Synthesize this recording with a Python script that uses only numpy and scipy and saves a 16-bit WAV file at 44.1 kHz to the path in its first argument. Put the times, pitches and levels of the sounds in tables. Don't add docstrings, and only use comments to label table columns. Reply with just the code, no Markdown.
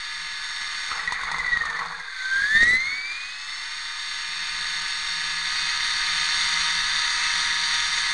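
import sys
import numpy as np
from scipy import signal
from scipy.fft import rfft, irfft
from scipy.io import wavfile
from scipy.ndimage import uniform_filter1d

SR = 44100
rng = np.random.default_rng(int(sys.argv[2]) if len(sys.argv) > 2 else 0)


def digitize_waveform(pressure):
    field = np.atleast_2d(pressure).T
    bounded = np.clip(field, -1, 1)
    quanta = np.round(bounded * 32767).astype(np.int16)
    wavfile.write(sys.argv[1], SR, quanta)


N = 358533
T = np.arange(N) / SR
PINION_TEETH = 9

# t/s, f/Hz
TOOTH_RATE = [(0.0, 2776), (0.3, 2749), (0.9, 2762), (1.0, 2662), (1.2, 2275), (1.3, 2138), (1.4, 2030),
              (1.6, 1867), (1.9, 1682), (2.2, 1534), (2.3, 1554), (2.4, 1609), (2.5, 1725), (2.7, 1964),
              (2.9, 2194), (3.2, 2452), (3.5, 2654), (3.75, 2757), (4.1, 2771), (4.5, 2753), (5.0, 2762),
              (5.75, 2813), (6.25, 2783), (6.6, 2821), (7.25, 2833), (8.13, 2808)]
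# t/s, gear hiss/dB, frame drone/dB re hiss, controller note/dB re hiss
DRIVE_LEVELS = [(0.0, -36.5, 0.5, -5.5), (0.9, -33.5, -0.5, -5.5), (1.1, -39, 7, -5.5),
                (1.45, -39.5, 4.5, -6), (2.04, -43.5, 4, -6), (2.26, -36, 1.5, -11), (2.62, -33.5, -1, -15),
                (2.77, -38.5, 3.5, -11), (3.0, -39.5, 3.5, -9), (3.3, -38, 0, -11.5), (3.9, -35, -1, -8),
                (4.7, -31.5, -2, -8), (5.4, -30.5, -1, -8.5), (6.2, -27, -1.5, -9), (8.13, -27.5, -1, -8.5)]
# f/Hz, width/Hz, relative level/dB
HIGH_MODES = [(3624, 414, 1.5), (4143, 570, -4), (4420, 440, 0.5), (4682, 114, -3.5)]
TOP_MODES = [(5436, 980, -7.5), (6200, 270, -7), (6572, 610, -2), (7700, 860, -17.5), (8400, 1480, -12.5),
             (9055, 520, -10), (10170, 520, -20.5)]
# t/s, level/dB
SCRAPE = [(0.86, -43), (0.94, -36), (1.06, -39), (1.26, -37), (1.38, -31.5), (1.52, -36.5), (1.81, -34),
          (2.0, -42), (2.12, -50)]


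def gears(turn):
    # f/Hz, width/Hz, relative level/dB
    low_modes = [(755, 61, -16.5), (1001, 330, -15), (1242, 543, -5.5), (1507, 177, -3), (1929, 430, 2.5),
                 (2080, 143, 1.5), (2392, 204, -7)]
    mid_modes = [(2708, 280, -3), (3057, 400, 0)]
    # multiple of the shaft rate, relative level/dB
    shaft_tones = [(1, -10.5), (3, -19.5), (4, -23), (5, -26), (6, -32), (7, -29.5), (8, -28), (10, -27),
                   (12, -27.5), (14, -33), (15, -23.5), (18, -15), (27, -19.5)]
    hiss_db, drone_db, _ = curves(DRIVE_LEVELS)
    speed = curves(TOOTH_RATE)[0] / TOOTH_RATE[-1][1]
    mid_db = -11 + 12 * np.log2(speed)
    top_db = -8 - 1.5 * (1 - pull())
    grain = np.repeat(np.minimum(rng.exponential(size=N // 24 + 1), 3.5), 24)[:N]
    pulse = 1 + 0.17 * np.cos(turn) + 0.088 * np.cos(turn / 2)
    shaft = undb(-17 + 19.5 * pull()) * tones(turn + 0.12 * walk(30), shaft_tones)
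    imbalance = speed ** 5
    out, shared_db = 0, hiss_db + .5 * walk(17)
    for modes, db, grain_db, shaft_gain in ((low_modes, drone_db, 1.2, imbalance),
                                            (mid_modes, mid_db, 1.5, 1),
                                            (HIGH_MODES, 0, 2.2, 1), (TOP_MODES, top_db, 2, 1)):
        teeth = unit(rng.standard_normal(N) * undb(grain_db * grain) * pulse)
        ringing = unit(resonate(teeth + shaft * shaft_gain, modes, steep=2.27))
        out = out + ringing * undb(shared_db + db + .5 * walk(7.5))
    return out


def whine(turn):
    # t/s, level/dB
    loaded_levels = [(0, -53), (.9, -56), (1.15, -46.5), (1.3, -51), (2.15, -48.5), (2.25, -28),
                     (2.31, -28.5), (2.36, -19), (2.39, -24), (2.44, -21), (2.485, -26), (2.555, -17),
                     (2.6, -19), (2.6345, -14), (2.635, -18), (2.76, -19), (2.83, -27), (3, -33),
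                     (3.15, -33.5), (3.4, -46), (3.8, -54), (5.1, -46), (5.5, -50), (8.13, -58)]
    # t/s, level/dB, half length/s
    throbs = [(1.28, -30, .006), (1.351, -23, .005), (1.399, -27, 0.015), (1.449, -22, 0.0054),
              (1.481, -22.5, 0.016), (1.534, -19, 0.016), (1.573, -22.5, .01), (1.617, -19.5, 0.01),
              (1.668, -29.5, 0.015), (1.701, -29, 0.015), (1.747, -29.5, .012), (1.789, -37, .006),
              (1.951, -30, 0.0047), (2.005, -38, .009), (2.035, -40, .008), (2.083, -31.5, 0.0066),
              (2.127, -40, .011), (2.17, -35, .008)]
    # multiple of the shaft rate, level/dB re the loaded whine before any lift
    partners = [(6, -29), (8, -29), (10, -30), (18, -32), (27, -39), (36, -46), (45, -45)]
    # f/Hz, width/Hz, gain/dB
    lifts = [(1520, 110, 12), (1980, 240, 17), (6600, 700, 14)]
    pulse_hz, pulse_peak_s, pulse_db, sputter_db = 16.4, 2.628, 2, 4
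    pulse = np.cos(2 * np.pi * pulse_hz * (T - pulse_peak_s))
    level = loaded = undb(curves(loaded_levels)[0] + pulse_db * pulse)
    for s, db, half_length in throbs:
        level = level + undb(db) * bell(T, s, half_length)
    tooth = (1 + 0.24 * walk(350)) * np.sin(PINION_TEETH * turn - 2 * np.pi / 5 + 0.12 * walk(300))
    shaft_hz = curves(TOOTH_RATE)[0] / PINION_TEETH
    lifted = [(k, db + sputter_db * walk(30.03) + bumps(k * shaft_hz, lifts)) for k, db in partners]
    upper_db = np.interp(T, (4.7, 4.2, 6.3), (-71, -63, -46)) + 2 * walk(10)
    upper = undb(upper_db) * np.sin((2 * PINION_TEETH + 1) * turn + 1.3 * walk(30))
    return np.sqrt(2) * (level * tooth + upper) + loaded * tones(turn + .025 * walk(200), lifted)


def skids():
    # t/s, dull ring gain/dB, f/Hz, frame ring/dB, tick peak/dB
    knocks = [(0.915, -16.5, 1306, -31, -34), (0.928, -18.5, 1320, -36, -37), (0.992, -27, 1290, -23, -32),
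              (1.074, -29.5, 1170, -15.5, -38), (1.122, -16, 990, -25, -21), (1.157, -33, 1340, -23, -45),
              (1.212, -18.5, 1550, -30, -31), (1.234, -19, 1090, -32, -28.5), (1.315, -20.5, 920, -23, -24),
              (1.343, -17, 1100, -30, -34), (1.383, -18.5, 1080, -30, -27), (1.404, -19.5, 1090, -23, -36),
              (1.463, -29, 1090, -20, -32), (1.572, -24, 1160, -30, -33), (1.617, -29, 1230, -25, -34),
              (1.636, -21, 1210, -35, -47), (1.653, -18.5, 1220, -27, -30), (1.699, -30, 1130, -32, -29),
              (1.763, -29.5, 1050, -23, -33), (1.79, -21.5, 1110, -21.5, -31), (1.857, -26, 1090, -44, -32),
              (1.92, -27, 1080, -32, -38), (1.997, -30.5, 1000, -33, -35)]
    scrape_modes = [(898, 270, -3.5), (1120, 210, 2), (1400, 590, -1)]  # f/Hz, width/Hz, level/dB
    grit = rng.standard_normal(N) * undb(3.8 * walk(69.88))
    out = unit(resonate(grit, scrape_modes)) * undb(curves(SCRAPE)[0]) * sliding()
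    t = T[:4000]
    frame_ring = np.sin(2 * np.pi * 1940 * t) * np.exp(1 - t / 0.0048) * t / 0.0056
    thud = undb(-24) * np.sin(2 * np.pi * 45 * t) * np.exp(-t / 0.028)
    for s, db, hz, frame_db, tick_db in knocks:
        ring = np.sin(2 * np.pi * hz * t) * np.exp(-t / 0.0038) * (1 - np.exp(-t / 0.00041))
        burst = rng.standard_normal(len(t)) * np.exp(-t / 0.0096)
        tick = resonate(burst, HIGH_MODES + TOP_MODES)[:len(t)]
        tick = undb(tick_db) * tick / np.abs(tick).max()
        start = int(s * SR)
        out[start:start + len(t)] += undb(db) * (ring + thud) + tick + undb(frame_db) * frame_ring
    return out


def controller(hz=1703):
    hiss_db, _, note_db = curves(DRIVE_LEVELS)
    return np.sqrt(2) * undb(hiss_db + note_db + 1.2 * walk(10)) * np.sin(2 * np.pi * hz * T)


def tail_motor():
    # t/s, f/Hz
    shaft_rate = [(0, 168), (.14, 174.5), (.27, 166.5), (.55, 168), (.76, 175.5), (1, 170), (3.7, 152),
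                  (4.1, 168), (4.35, 174.7), (4.65, 169.5), (4.8, 173), (5.1, 172.5), (5.28, 175),
                  (5.6, 166.5), (5.9, 173.5), (6.03, 174), (6.2, 165), (6.85, 167.5), (7.2, 163.5),
                  (7.5, 165.5), (8.13, 166)]
    # f/Hz, half width/Hz
    bands = [(2425, 90), (2625, 110)]
    hz, = curves(shaft_rate)
    turn = 2 * np.pi * np.cumsum(hz) / SR + .05 * walk(30)
    overtones = 0
    for k in (14, 15, 16):
        passed = sum(bell(k * hz, centre, width) for centre, width in bands)
        overtones = overtones + passed * undb(3.5 * walk(9)) * np.sin(k * turn)
    running = (T < 1) | (T > 3.6)
    return np.sqrt(2) * undb(curves(DRIVE_LEVELS)[0] - 17) * overtones * running


def microphone_pops(dent_s=0.00043, thump_s=0.0052):
    # t/s, dent level/dB
    pops = [(2.552, -34), (2.609, -33), (2.63, -20), (2.635, -25), (2.661, -31), (2.674, -27), (2.691, -28),
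            (2.708, -27), (2.735, -24.5), (2.748, -30)]
    out = 0
    for s, db in pops:
        dent = bell(T, s + dent_s, dent_s)
        rebound = 0.12 * bell(T, s + 5 * dent_s, 3 * dent_s)
        thump = undb(-14) * bell(T, s, thump_s)
        out = out - undb(db) * (dent - rebound + thump)
    return out


def low_hum():
    # t/s, level/dB
    hum_levels = [(0, -83), (.2, -62.5), (.75, -69.5), (.94, -60), (1.2, -60), (1.42, -49), (1.55, -54.5),
                  (1.81, -47.5), (2, -54.5), (2.15, -81), (2.4, -66), (2.72, -54), (2.94, -77), (4.1, -70),
                  (4.4, -57), (5.8, -59.5), (6.1, -56), (8.13, -58)]
    # f/Hz, width/Hz
    bands = [(166, 20.5), (470, 63)]
    hum_db, = curves(hum_levels)
    hum, ring = (unit(resonate(rng.standard_normal(N), [(hz, w, 0)], steep=2.8)) for hz, w in bands)
    return hum * undb(hum_db) + ring * (undb(-61.5) * sliding() + undb(hum_db - 12.5))


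def rumble():
    # f/Hz, relative level/dB
    spectrum = [(12, -25), (20, 29.5), (126, 3.5), (166, -15.5), (199, -32), (317, -11), (393, -32),
                (800, -6.5), (1040, -27), (1760, -120)]
    hz, db = np.transpose(spectrum)
    f = np.maximum(np.fft.rfftfreq(N, 1 / SR), 1)
    gain = undb(np.interp(np.log(f), np.log(hz), db))
    noise = irfft(rfft(rng.standard_normal(N)) * gain, N)
    return unit(noise) * undb(curves(DRIVE_LEVELS)[0] - 22.5)


def resonate(x, modes, steep=2.0):
    # f/Hz, width/Hz, gain/dB
    case = [(4990, 94, -7.5), (6980, 83, -13), (9500, 200, 0.5)]
    f = np.maximum(np.fft.rfftfreq(4096, 1 / SR), 1)
    power = sum(undb(2 * db) / (1 + ((f - hz ** 2 / f) / w) ** 2) ** steep for hz, w, db in modes)
    power = power * undb(2 * bumps(f, case))
    cepstrum = irfft(np.log(power + 1e-12) / 2)
    cepstrum[1:2048] *= 2
    cepstrum[2049:] = 0
    return signal.oaconvolve(x, irfft(np.exp(rfft(cepstrum))))[:N]


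def pull(coast_s=1.094, cut_s=0.05, throttle_on_s=2.2, bite_s=.4):
    return np.clip(np.maximum((coast_s - T) / cut_s, (T - throttle_on_s) / bite_s), 0, 1)


def sliding():
    return np.clip(np.minimum(T - SCRAPE[0][0], SCRAPE[-1][0] - T) / 0.059, 0, 1)


def tones(turn, table):
    fastest_hz = np.gradient(turn).max() * SR / (2 * np.pi)
    return sum(np.sqrt(2) * undb(db + 0.9 * walk(12)) * np.sin(k * turn + k * k)
               for k, db in table if k * fastest_hz < SR / 2)


def walk(rate):
    hold = int(SR / rate)
    steps = np.repeat(rng.standard_normal(N // hold + 1), hold)
    return 1.08 * uniform_filter1d(uniform_filter1d(steps, hold), hold)[:N]


def curves(table):
    s, *columns = np.transpose(table)
    return [np.interp(T, s, column) for column in columns]


def bumps(f, table):
    return sum(db * bell(f, hz, width) for hz, width, db in table)


def bell(x, centre, width):
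    return np.exp(-((x - centre) / width) ** 2)


def undb(db):
    return 10 ** (np.asarray(db) / 20)


def unit(x):
    return x / np.sqrt(np.mean(x ** 2))


def scene():
    turn = 2 * np.pi * np.cumsum(curves(TOOTH_RATE)[0]) / PINION_TEETH / SR
    drive = gears(turn) + whine(turn) + tail_motor() + controller()
    mono = drive + skids() + low_hum() + rumble() + microphone_pops()
    return np.array([mono, mono])


def record(dry):
    # t/s, level/dB
    clip_levels = [(0, -10), (1.1, -10.5), (1.7, -11.5), (2.1, -5), (2.5, -6), (2.6345, -6), (2.635, -12),
                   (2.76, -12), (3.2, -13), (6.3, -2), (8.13, -3.5)]
    ceiling = undb(curves(clip_levels)[0])
    bend, offset = .8, -.004
    bent = ceiling * np.maximum((1 - np.exp(-bend * dry / ceiling)) / bend, -1)
    bent = signal.sosfilt(signal.butter(1, 3.0, "high", fs=SR, output="sos"), bent) + offset
    dulled = signal.sosfilt(signal.butter(4, 10000, fs=SR, output="sos"), bent)
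    return signal.sosfilt(signal.ellip(10, .2, 70, 11000, fs=SR, output="sos"), dulled)


dry = scene()
out = record(dry)
digitize_waveform(out)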